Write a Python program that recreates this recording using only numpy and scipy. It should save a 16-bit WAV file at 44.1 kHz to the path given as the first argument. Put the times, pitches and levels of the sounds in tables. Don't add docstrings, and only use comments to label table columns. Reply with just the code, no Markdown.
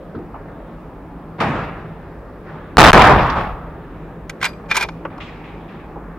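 import sys
import numpy as np
from scipy import signal
from scipy.fft import rfft, irfft
from scipy.io import wavfile
from scipy.ndimage import uniform_filter1d

SR = 44100
rng = np.random.default_rng(int(sys.argv[2]) if len(sys.argv) > 2 else 0)


def generate_wav(signal):
    frames = np.transpose(np.atleast_2d(signal))
    scaled = np.clip(frames, -1, 1) * 32767
    pcm = np.round(scaled).astype(np.int16)
    wavfile.write(sys.argv[1], SR, pcm)


def natural_amplitude(level_db):
    exponent = np.asarray(level_db, float) / 20
    return 10 ** exponent


N = 272538

# pitch_hz, level_db per Hz
AIR_COLOUR = [(22, -31.5), (34, -8), (45, 14.5), (60, -12), (120, -4), (250, -4.5), (400, -6.5), (700, -12),
              (1100, -15), (1700, -22.5), (3000, -37.5), (5000, -50), (8000, -61), (16000, -80)]
# pitch_hz, width_hz, level_db
DUCT_HUMS = [(44.7, 27, -57), (103, 6.7, -55.5), (165.5, 10.4, -44)]
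# pitch_hz, likeness_0_to_1
LIKENESS = [(60, 1.0), (130, 1.0), (290, 0.96), (640, 0.78), (1410, 0.79), (3100, 0.53), (6820, 0.4),
            (15000, 0.01)]
# pitch_hz, t60_s
TUNNEL_T60 = [(40, 2.24), (150, 1.35), (500, 1.22), (1200, 1.138), (3000, 1.03), (8000, 0.88),
              (16000, 1.75)]
# pitch_hz, level_db per Hz
FAR_COLOUR = [(18, -22.5), (40, -8.5), (161, 4.5), (345, -7), (1100, -10), (2120, -20.5), (6050, -55.5),
              (16000, -80.5)]
# pitch_hz, level_db per Hz
NEAR_COLOUR = [(20, -28.5), (45, -8.5), (100, -13.5), (160, -7.5), (260, -17.5), (560, -12.5), (800, -8.5),
               (1130, -8), (1600, -15), (2500, -23), (4000, -32.5), (6700, -51), (16000, -65.5)]
# pitch_hz, level_db per Hz
CLATTER_COLOUR = [(300, -29), (900, 8.5), (1800, 4.5), (2600, 8.5), (4000, -11), (6200, -17.5), (7500, -49),
                  (16000, -59)]
# start_s, level_db, tilt_db per octave, build_up_ms, share of tunnel t60
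FAR_SHOTS = [
    (1.383, -25, 1.5, 3.2, 0.64),
    (1.4015, -12, 5, 1.206, 0.3027),
    (1.402, -14, 3, 15, 1.0),
    (2.44, -28.5, 1.5, 65, 0.88),
]
NEAR_SHOT = [
    (2.77, 8.5, 1.76, 6, 0.52),
    (2.929, 0.5, 0.031, 1.5, 0.88),
    (3.091, -7, -1.7, 3, 0.38),
    (3.348, -14.5, 0.45, 27, 0.34),
]
# start_s, level_db
HARD_ECHOES = [
    (3.019, 0),
    (3.052, -3),
    (3.07, -6),
    (3.091, -10),
    (3.23, -21.5),
    (3.41, -27),
]
# start_s, level_db, tilt_db per octave
FAR_CLATTER = [
    (5.099, -39.5, -8),
    (5.201, -42.5, 2),
    (5.438, -45, 0),
    (5.679, -44, -3),
    (5.79, -56, -3.5),
]
# start_s, peak_db, pitch_hz
BENCH_KNOCKS = [(0.146, -21.5, 343), (0.149, -35.5, 1200), (.150, -53, 3462), (0.159, -29.5, 103),
                (0.19, -25, 354), (0.341, -29, 944.6), (.345, -46, 2113), (0.483, -41, 1458),
                (0.546, -43, 910), (5.203, -31.5, 2480), (5.959, -30.5, 801.1), (5.963, -33, 400)]
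# start_s, peak_db, pitch_hz
BENCH_TAPS = [
    (3.265, -43.5, 5500),
    (3.299, -25.5, 4259),
    (3.321, -38.5, 4240),
    (5.052, -18, 1060),
    (5.052, -21, 420),
    (5.051, -28.5, 2030),
    (5.181, -31, 1020),
]
# start_s, pressure, length_ms
SHOCK_FRONTS = [
    (2.7701, 1, .2),
    (2.7703, -9, .4),
    (2.7707, 6, .3),
    (2.9182, -27, .5),
    (2.9314, 14, .5),
    (2.9325, -12, .3),
]
# start_s, length_ms, push (sign is direction)
PRESSURE_SURGES = [(2.7710, 10.5, -1), (2.7865, 2, -1), (2.7915, 3.5, -1), (2.7970, 4.5, -1),
                   (2.8050, 3.5, -1), (2.8095, 4.5, -1), (2.8175, 1.5, -1), (2.8235, 5.2, -1),
                   (2.8325, 5, -1), (2.8445, 1.5, 1), (2.8520, 3, -1), (2.8680, 3.5, -1), (2.8800, 2.5, -1),
                   (2.8915, 2.5, -1), (2.9070, 13, .3), (2.9178, 13.5, 1.4), (2.9380, 4.5, -1)]
# start_s, peak_db, stock_share_db, hardness_db
LEVER_CLACKS = [(4.2957, -13, -7.5, 4.5), (4.4138, -14.5, -10, -0.5), (4.4283, -2.5, -10, 0),
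                (4.443, -5, -19, 0), (4.4526, -5, -10, 4), (4.4623, -12, -13.5, -6),
                (4.5321, -33, -10, -4.5), (4.6582, -37.5, 5, -4), (4.7023, -24, -13, -3.5),
                (4.713, 0, -34, -3), (4.7243, -13.5, -15, -5.5), (4.7449, -21.5, -11.5, 0),
                (4.7548, -7, -17, 5), (4.7675, -1.5, -6, 8.5), (4.7726, -12, -1.5, 0.5),
                (4.799, -18, 12, -0.5), (4.8095, -10, 0.5, 2.5), (4.8254, -11.5, -15, 4.5),
                (4.837, -14, 1, -3.5), (4.8466, -13.5, 17, -5.5), (4.8874, -12.5, 9, -3),
                (5.0503, -17, 21, 1), (5.179, -29, 1.5, 0.5)]
# start_s, length_s, level_db, sag_db, rasp_db
BOLT_STROKES = [
    (4.426, 0.056, -22, -7.5, -22),
    (4.708, 0.00355, -21.5, -4.5, -31),
    (4.754, 0.076, -17.5, -2, -17),
]
# start_s, level_db
CASE_TAPS = [
    (4.443, -46),
    (4.454, -35),
    (4.533, -62),
]
# pitch_hz, level_db, t60_s
STEEL_RING = [(1600, 0, .02), (1800, -4, .014), (2455, 3, .04), (2790, -7, .012), (3200, -10, .01),
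              (3600, -7, .012), (4120, -10, .01), (4700, -8, .013), (5900, -15, .009)]
# pitch_hz, level_db, t60_s
WOOD_RING = [(745, -32, 0.028), (990, 8.5, 0.017), (1270, 2, 0.0062)]
# pitch_hz, level_db, t60_s
BRASS_RING = [(4690, -4, .05), (4760, -17, .22), (4820, -19, .2), (7903, -1, .04), (7860, -30, .08),
              (11350, -20, .14)]
# pitch_hz, level_db per Hz
CONTACT_COLOUR = [(300, -44), (600, -20), (1000, -2), (2200, -0.5), (3500, -6.5), (5500, -9.5), (8000, -21),
                  (11500, -24), (16000, -32.5)]

TIME = np.arange(N) / SR
HZ = np.maximum(np.arange(N // 2 + 1) * SR / N, 1)
BANDS = 25 * 2 ** (np.arange(20) / 2)
WHITE = rng.standard_normal((2, N // 2 + 1)) + 1j * rng.standard_normal((2, N // 2 + 1))

AIR_LEVEL_DB = -38.5
COARSE = 16
LATE_CYCLES = 0.83
SLAP_TILT_DB, SLAP_MS, SLAP_SHARE = 4, 0.73, 0.025
CLATTER_MS, CLATTER_SHARE = 2.8, 1
KNOCK_T60_S, TAP_T60_S = 0.18, 0.063
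KNOCK_SLOPE = -0.2
SURGE_BASE, SURGE_PER_MS = 11, 2.5
BURST_T60_S = 0.02944
RING_PER_DB = -0.2886
GRIP_S, LET_GO_S, IDLE_DB = 0.022, 0.034, -18.5
RASP_HZ, RASP_WIDTH_HZ = 11300, 1700
TUMBLE_HZ, TUMBLE_DB = 70, 2.2
LEVER_PAN_DB = 0.5
PORT_LAG = 1
SHELF_HZ, SHELF_DB, LOW_CUT_HZ = 900, -19, 30
RAIL = 4.5
HISS_HZ, TOP_HZ = 9080, 16000


def on_log(table, hz):
    pitch, value = np.array(table)[:, :2].T
    return np.interp(np.log(hz), np.log(pitch), value)


def unit(x):
    return x / np.sqrt(np.mean(x ** 2))


def walk(rate):
    hold = int(SR / rate)
    steps = np.repeat(rng.standard_normal(N // hold + 1), hold)
    return 2.18 * uniform_filter1d(uniform_filter1d(steps, hold), hold)[:N]


def fade(time, rise, t60):
    age = np.maximum(time, 0)
    return (1 - np.exp(-age / rise)) * natural_amplitude(-60 * np.minimum(age / t60, 3))


def microphone(hz):
    shelf, cut = 1j * hz / SHELF_HZ, 1j * hz / LOW_CUT_HZ
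    bass_shelf = (shelf + natural_amplitude(SHELF_DB)) / (shelf + 1)
    return bass_shelf * cut / (cut + 1) * 4 * cut / (4 * cut + 1)


def band(hz, width, size=N):
    bins = np.maximum(np.arange(size // 2 + 1) * SR / size, 1)
    near = np.flatnonzero(abs(bins - hz) < 4 * width)
    shape = np.exp(-((bins[near] - hz) / width) ** 2) / abs(microphone(bins[near]))
    spectrum = np.zeros((2, len(bins)), complex)
    spectrum[:, near] = shape * WHITE[:, (near + rng.integers(N)) % len(HZ)]
    mid, side = irfft(spectrum, size) * size / np.sqrt(5 * width * size / SR)
    alike = np.clip((on_log(LIKENESS, hz) - 0.3) / 0.54, 0, 0.99)
    return np.sqrt(1 + alike) * mid + np.sqrt(1 - alike) * side * np.array([[1], [-1]])


def band_shares(colour):
    power = natural_amplitude(2 * on_log(colour, BANDS)) * BANDS
    return 10 * np.log10(power / power.sum())


def roll(events, hz):
    power = 0
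    for start, db, tilt, ms, share in events:
        rise = ms / 1000 + LATE_CYCLES / hz
        shape = fade(TIME[::COARSE] - start, rise, share * on_log(TUNNEL_T60, hz))
        power = power + (natural_amplitude(db + tilt * np.log2(hz / 1000)) * shape) ** 2
    return power


def tunnel():
    swell, slap = walk(1.24), walk(90)
    near = [*NEAR_SHOT, *((start, db, SLAP_TILT_DB, SLAP_MS, SLAP_SHARE) for start, db in HARD_ECHOES)]
    clatter = [(*row, CLATTER_MS, CLATTER_SHARE) for row in FAR_CLATTER]
    groups = (FAR_SHOTS, near, clatter)
    colours = (AIR_COLOUR, FAR_COLOUR, NEAR_COLOUR, CLATTER_COLOUR)
    out = 0
    for hz, air_db, *share_db in zip(BANDS, *map(band_shares, colours)):
        air = natural_amplitude(AIR_LEVEL_DB + air_db + 0.52 * swell + walk(8.9))
        power = sum(roll(events, hz) * natural_amplitude(2 * db) for events, db in zip(groups, share_db))
        echo = np.sqrt(np.interp(TIME, TIME[::COARSE], power))
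        echo = echo * natural_amplitude(0.36 * slap + walk(25.23))
        out = out + np.hypot(air, echo) * band(hz, hz / 3.6)
    for hz, width, db in DUCT_HUMS:
        out = out + natural_amplitude(db + 0.7 * walk(2.965)) * band(hz, width)
    return out


def knocks():
    out, span = np.zeros((2, N + SR)), SR // 2
    for rows, t60 in ((BENCH_KNOCKS, KNOCK_T60_S), (BENCH_TAPS, TAP_T60_S)):
        for start, db, hz in rows:
            at = int(start * SR)
            shape = fade(TIME[:span], 0.0009, t60 * (hz / 1000) ** KNOCK_SLOPE)
            out[:, at:at + span] += natural_amplitude(db - 3.5) * shape * band(hz, hz / 2.5, size=span)
    return out[:, :N]


def half_wave(start, ms):
    return np.sin(np.pi * np.clip((TIME - start) * 1000 / ms, 0, 1))


def blast():
    out = np.zeros(N)
    for start, pressure, ms in SHOCK_FRONTS:
        out += pressure * half_wave(start, ms)
    for start, ms, push in PRESSURE_SURGES:
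        strength = SURGE_BASE + SURGE_PER_MS * ms
        out += push * strength * np.sqrt(abs(half_wave(start, ms)))
    return out


def modes(table, scatter):
    hz, db, t60 = np.transpose(table)[:, :, None]
    age = TIME[:SR // 4]
    level_chance, pitch_chance = scatter * rng.standard_normal((2, len(table), 1))
    level = natural_amplitude(db + 2.5 * level_chance - 60 * age / t60)
    return np.sum(level * np.sin(2 * np.pi * hz * (1 + 0.01 * pitch_chance) * age), axis=0)


def contact(force, body_db, bright_db, scatter=1):
    size = len(force)
    hz = np.maximum(np.arange(size // 2 + 1) * SR / size, 1)
    steel = natural_amplitude(-35.5 + RING_PER_DB * bright_db) * modes(STEEL_RING, scatter)
    wood = natural_amplitude(body_db - 41.5) * modes(WOOD_RING, scatter)
    treble = bright_db * np.clip(np.log2(hz / 4000), 0, 1)
    snap = natural_amplitude(on_log(CONTACT_COLOUR, hz) + treble)
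    return irfft(rfft(force) * (rfft(steel + wood, size) + snap), size)


def stroke(start, length, db, sag_db):
    times = [-GRIP_S, 0, length, length + LET_GO_S]
    levels = [IDLE_DB, 0, sag_db, sag_db + IDLE_DB]
    return natural_amplitude(db + np.interp(TIME - start, times, levels, -120, -120))


def lever():
    grit = unit(rng.standard_normal(N + SR) * natural_amplitude(rng.exponential(size=N + SR)))
    out, span = np.zeros(N + SR), SR // 4
    for start, db, body_db, bright_db in LEVER_CLACKS:
        at = int((start - 0.011) * SR)
        force = fade(TIME[:span] - 0.01, 0.0025, BURST_T60_S) * grit[at:at + span]
        clack = contact(force, body_db, bright_db)
        out[at:at + span] += natural_amplitude(db - 2.5) * clack / abs(clack).max()
    for start, db in CASE_TAPS:
        at = int(start * SR)
        tumble = TUMBLE_DB * walk(TUMBLE_HZ)[:span]
        out[at:at + span] += natural_amplitude(db + 15 + tumble) * modes(BRASS_RING, 0)
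    rattle = rasp = 0
    for *motion, rasp_db in BOLT_STROKES:
        force = stroke(*motion)
        rattle = rattle + force
        rasp = rasp + force * natural_amplitude(rasp_db)
    chatter = natural_amplitude(1.5 * walk(200)) * grit[:N]
    slide = contact(rattle * natural_amplitude(3) * chatter, 0, 0, scatter=0)
    fine = signal.lfilter(*signal.iirpeak(RASP_HZ, RASP_HZ / RASP_WIDTH_HZ, fs=SR), chatter * rasp)
    return out[:N] + slide + natural_amplitude(-9) * fine


def booth(x):
    age = np.arange(SR // 2) / SR
    level = natural_amplitude(-23.5 - 60 * age / 0.015) + natural_amplitude(-57.5 - 60 * age / 0.5)
    tail = signal.lfilter([0.8], [1, -0.1], rng.standard_normal((2, len(age))) * level)
    tail[:, 0] = 0.93
    return signal.fftconvolve(x[None], tail, axes=1)[:, :N]


def scene():
    pan = natural_amplitude(LEVER_PAN_DB * np.array([[0.5], [-0.5]]))
    left, right = blast() + booth(lever()) * pan
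    near = np.array([left, np.roll(right, PORT_LAG)])
    return tunnel() + knocks() + near


def band_limit(x):
    return signal.sosfilt(signal.butter(12, 16190, fs=SR, output="sos"), x)


def record(dry):
    pinned = dry / (1 + abs(dry / RAIL) ** 1.3) ** (1 / 1.3)
    hiss = signal.lfilter(*signal.butter(1, HISS_HZ, "high", fs=SR), rng.standard_normal(dry.shape))
    heard = irfft(rfft(pinned) * microphone(HZ), N) + natural_amplitude(-65) * hiss
    heard = signal.sosfilt(signal.ellip(10, 0.3, 60, TOP_HZ, fs=SR, output="sos"), heard)
    return band_limit(np.clip(heard, -1, 1))


dry = scene()
out = record(dry)
generate_wav(out)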